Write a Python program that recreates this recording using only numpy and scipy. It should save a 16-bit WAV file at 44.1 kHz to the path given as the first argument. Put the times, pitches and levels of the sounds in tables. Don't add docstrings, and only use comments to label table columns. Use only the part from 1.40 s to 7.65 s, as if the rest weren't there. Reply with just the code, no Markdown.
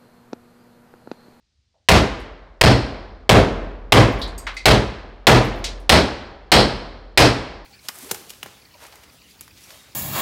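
import sys
import numpy as np
from scipy import signal
from scipy.fft import rfft, irfft
from scipy.io import wavfile
from scipy.ndimage import uniform_filter1d, minimum_filter1d

SR = 44100
rng = np.random.default_rng(int(sys.argv[2]) if len(sys.argv) > 2 else 0)


def wav_record(signal):
    frames = np.transpose(np.atleast_2d(signal))
    bounded = np.clip(frames, -1, 1)
    quanta = np.round(bounded * 32767).astype(np.int16)
    wavfile.write(sys.argv[1], SR, quanta)


N = 275625


def undb(db):
    return 10 ** (np.asarray(db) / 20)


def fade(t, t60):
    return np.exp(-np.log(1000) * t / max(t60, 1e-3))


def unit(x):
    return x / np.sqrt(np.sum(x ** 2))


def add(out, start_s, x):
    i = int(start_s * SR)
    out[i:i + len(x)] += x[:len(out) - i]


def bin_hz(size):
    return np.fft.rfftfreq(size, 1 / SR) + 1


def bell(size, centre_hz, octaves):
    return np.exp(-.5 * (np.log2(bin_hz(size) / centre_hz) / octaves) ** 2)


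def shape(table, size):
    hz, db = np.transpose(table)
    return undb(np.interp(np.log(bin_hz(size)), np.log(hz), db))


def minimum_phase(gain):
    cepstrum = irfft(np.log(gain))
    half = len(cepstrum) // 2
    cepstrum[1:half] *= 2
    cepstrum[half + 1:] = 0
    return irfft(np.exp(rfft(cepstrum)))


def ring(modes, seconds, scatter_db, tilt_db=0):
    t = np.arange(int(seconds * SR)) / SR
    out = 0
    for k, (hz, db, t60) in enumerate(modes):
        level_db = db + scatter_db * rng.standard_normal() + tilt_db * np.log2(hz / modes[0][0])
        out += (-1) ** k * undb(level_db) * fade(t, t60) * np.sin(2 * np.pi * hz * t)
    return out


def room_responses(count):
    # (frequency [Hz], room t60 [s], house level [dB], house t60 [s])
    reverberation = [(39, 0.39, -4.5, 3.9), (107.8, 0.21, -22, 1.06), (267, 0.41, -21.5, 1.246),
                     (550, 0.27, -26, 1.21), (1500, 0.25, -24, 1.135), (2500, 0.19, -24, 0.83),
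                     (4460, 0.25, -24, 0.86), (6950, 0.19, -22, 0.57), (10200, 0.15, -20.5, .4),
                     (16300, 0.1, -23.5, .25)]
    size, rise_cycles, direct_db = 2 ** 16, 2.2, -12
    t = np.arange(size) / SR
    hz, *columns = np.transpose(reverberation)
    white = rfft(rng.standard_normal((count, size)))
    out = 0
    for centre in 32 * 2 ** (np.arange(28) / 3):
        room_t60, house_db, house_t60 = (np.interp(np.log(centre), np.log(hz), c) for c in columns)
        rise = 1 - np.exp(-t * centre / rise_cycles)
        decay = fade(t, room_t60) + undb(house_db) * fade(t, house_t60)
        out += irfft(white * bell(size, centre, 1 / 7), size) * rise * decay
    out /= np.sqrt(np.sum(out ** 2, axis=1, keepdims=True))
    out[:, 0] += undb(direct_db)
    return out


def still_house():
    # (frequency [Hz], relative spectral density [dB])
    spectrum = [(18, -43), (30, -1.5), (69, 12.5), (163, -12), (579, -31.5), (1180, -32.5), (4840, -24.5),
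                (6760, -32.5), (9000, -42), (11700, -61), (19800, -120)]
    rms_db = -59.5
    noise = irfft(rfft(rng.standard_normal(N)) * shape(spectrum, N), N)
    return undb(rms_db) * noise / np.std(noise)


def tick(db, centre_hz, octaves):
    peak = bell(1024, centre_hz, octaves)
    skirt = undb(-24) * bell(1024, centre_hz, octaves=1.4)
    return undb(db) * unit(minimum_phase(peak + skirt + 1e-3))


def debris(response):
    # (time [s], level [dB], centre [Hz], width [octaves])
    chips = [(0.341, -42.5, 640, 0.35), (.798, -39, 8800, 0.43), (2.725, -36, 13100, .3),
             (2.79, -35, 11000, .15), (2.816, -6.5, 3900, 0.24), (2.875, -32, 7340, 0.41),
             (3.068, -4.5, 1570, 0.87), (3.143, -40, 10000, 0.56), (4.047, -29, 11500, 0.3),
             (4.157, -42, 12000, .3), (4.185, -42, 12500, .3), (4.242, -3.5, 3600, 0.69),
             (4.399, -41, 9800, 0.31)]
    # (time [s], ring level [dB], tilt [dB/octave], tick level [dB], tick [Hz])
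    bounces = [(2.979, -49, 9, -25, 7500), (3.167, -16.5, -15.5, -16, 4200)]
    # (frequency [Hz], level [dB], t60 [s])
    nail_modes = [(2062, -12, .025), (2546, -13, .02), (4750, 1, .01), (6700, -5, .01), (8500, 0, .01),
                  (11400, -9, .01), (14800, -18, .006)]
    echo_t60_s, reverb_db = .1, 7
    impacts = np.zeros(N)
    for start_s, db, hz, octaves in chips:
        add(impacts, start_s, tick(db, hz, octaves))
    for start_s, db, tilt_db, tick_db, tick_hz in bounces:
        add(impacts, start_s, undb(db) * ring(nail_modes, seconds=.25, scatter_db=1, tilt_db=tilt_db))
        add(impacts, start_s, tick(tick_db, tick_hz, octaves=.52))
    t = np.arange(4096) / SR
    echoes = unit(rng.standard_normal(len(t)) * fade(t, echo_t60_s))
    early = signal.fftconvolve(impacts, echoes)[:N]
    reverberant = signal.fftconvolve(impacts, response)[:N]
    return early + undb(reverb_db) * reverberant


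def wall_thump(db):
    hz, t60_s = 21.56, .1
    return -ring([(hz, db, t60_s)], seconds=.3, scatter_db=4)


def wall_boom(db):
    # (frequency [Hz], level [dB], t60 [s])
    wall_modes = [(43.82, -17.5, 3.1), (53.97, -20, 1.3), (52.56, 10.5, 0.36), (63.26, -8, 0.74),
                  (73.73, 8.5, .3), (105.3, 3, 0.38), (124.1, 6, 0.37), (163.2, 2.5, 0.27),
                  (208.7, -6, 0.44), (278, -12.5, 0.54), (416.2, -10, 0.4), (604.5, -10.5, 0.23),
                  (760.5, 3.5, 0.091)]
    rise_s = .029
    boom = ring(wall_modes, seconds=1.5, scatter_db=4)
    swell = 1 - np.exp(-np.arange(len(boom)) / SR / rise_s)
    return undb(db) * swell * boom


def timber_knock(size, tilt, spot_hz, lift_db):
    # (frequency [Hz], relative spectral density [dB])
    spectrum = [(40, -13), (100, 4.5), (250, -1.5), (600, 2), (1300, -7), (2500, -6.5), (4500, -15),
                (6500, -21), (10000, -25), (13000, -27), (16000, -32)]
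    timber_hz = [450, 680, 1090, 2100, 3100, 4250, 5200, 8400]
    reach_octaves, overtone_share = .37, .52
    resonances = sum(bell(size, hz, octaves=.12) for hz in timber_hz)
    excited = bell(size, spot_hz, reach_octaves) + overtone_share * bell(size, 2 * spot_hz, reach_octaves)
    return minimum_phase(shape(spectrum, size) * tilt * undb(lift_db * resonances * excited))


def crack(size, tilt):
    band = tilt * bell(size, centre_hz=3100, octaves=.54)
    noise = irfft(rfft(rng.standard_normal(size)) * band)
    return noise * fade(np.arange(size) / SR, t60=.055)


def hammer(responses):
    # (time [s], strength [dB], relative boom level [dB], tilt [dB/octave],
    #         strongest ringing near [Hz], lift of that ringing [dB])
    blows = [(0.487, 46.5, -44, 0.95, 1090, 2), (1.212, 47, -44, -0.12, 4700, 6),
             (1.893, 47, -45, -1.05, 480, 2), (2.522, 46.5, -43, -0.17, 1090, 4),
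             (3.256, 44.5, -43, 0.34, 3800, 2.5), (3.869, 48, -49, 0.14, 650, 1.5),
             (4.494, 46, -49.5, 0.53, 4300, 4.5), (5.118, 45.5, -49, 0.28, 4200, 9),
             (5.775, 46.5, -50, 0.9, 5200, 4.5)]
    pivot_hz, tilt_top_hz = 1500, 5300
    crack_db, thump_db, thump_lag_s = -32.5, -30, .008
    size = 4096
    octaves_from_pivot = np.log2(np.minimum(bin_hz(size), tilt_top_hz) / pivot_hz)
    out = np.zeros(N)
    for (start_s, db, boom_db, tilt_db, spot_hz, lift_db), response in zip(blows, responses):
        tilt = undb(tilt_db * octaves_from_pivot)
        knock = timber_knock(size, tilt, spot_hz, lift_db)
        add(out, start_s, undb(db) * signal.fftconvolve(knock, response))
        add(out, start_s, undb(db + crack_db) * crack(size, tilt))
        add(out, start_s + thump_lag_s, wall_thump(db + thump_db))
        add(out, start_s, wall_boom(db + boom_db))
    return out


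def scene():
    *blow_responses, floor_response = room_responses(count=10)
    return (hammer(blow_responses) + debris(floor_response) + still_house())[None]


def record(dry):
    clip_level, knee = 3.35, 2.5
    bass_cut_hz, top_hz, limiter_s = 210, 16200, .01
    flat = dry / (1 + np.abs(dry / clip_level) ** knee) ** (1 / knee)
    highpass = signal.butter(1, bass_cut_hz, "highpass", fs=SR, output="sos")
    sagging = signal.sosfilt(highpass, flat)
    window = int(limiter_s * SR)
    allowed_gain = 1 / np.maximum(np.abs(sagging), 1)
    gain = uniform_filter1d(minimum_filter1d(allowed_gain, window), window)
    lowpass = signal.ellip(8, .2, 70, top_hz, fs=SR, output="sos")
    return np.clip(signal.sosfilt(lowpass, sagging * gain), -1, 1)


dry = scene()
out = record(dry)
wav_record(out)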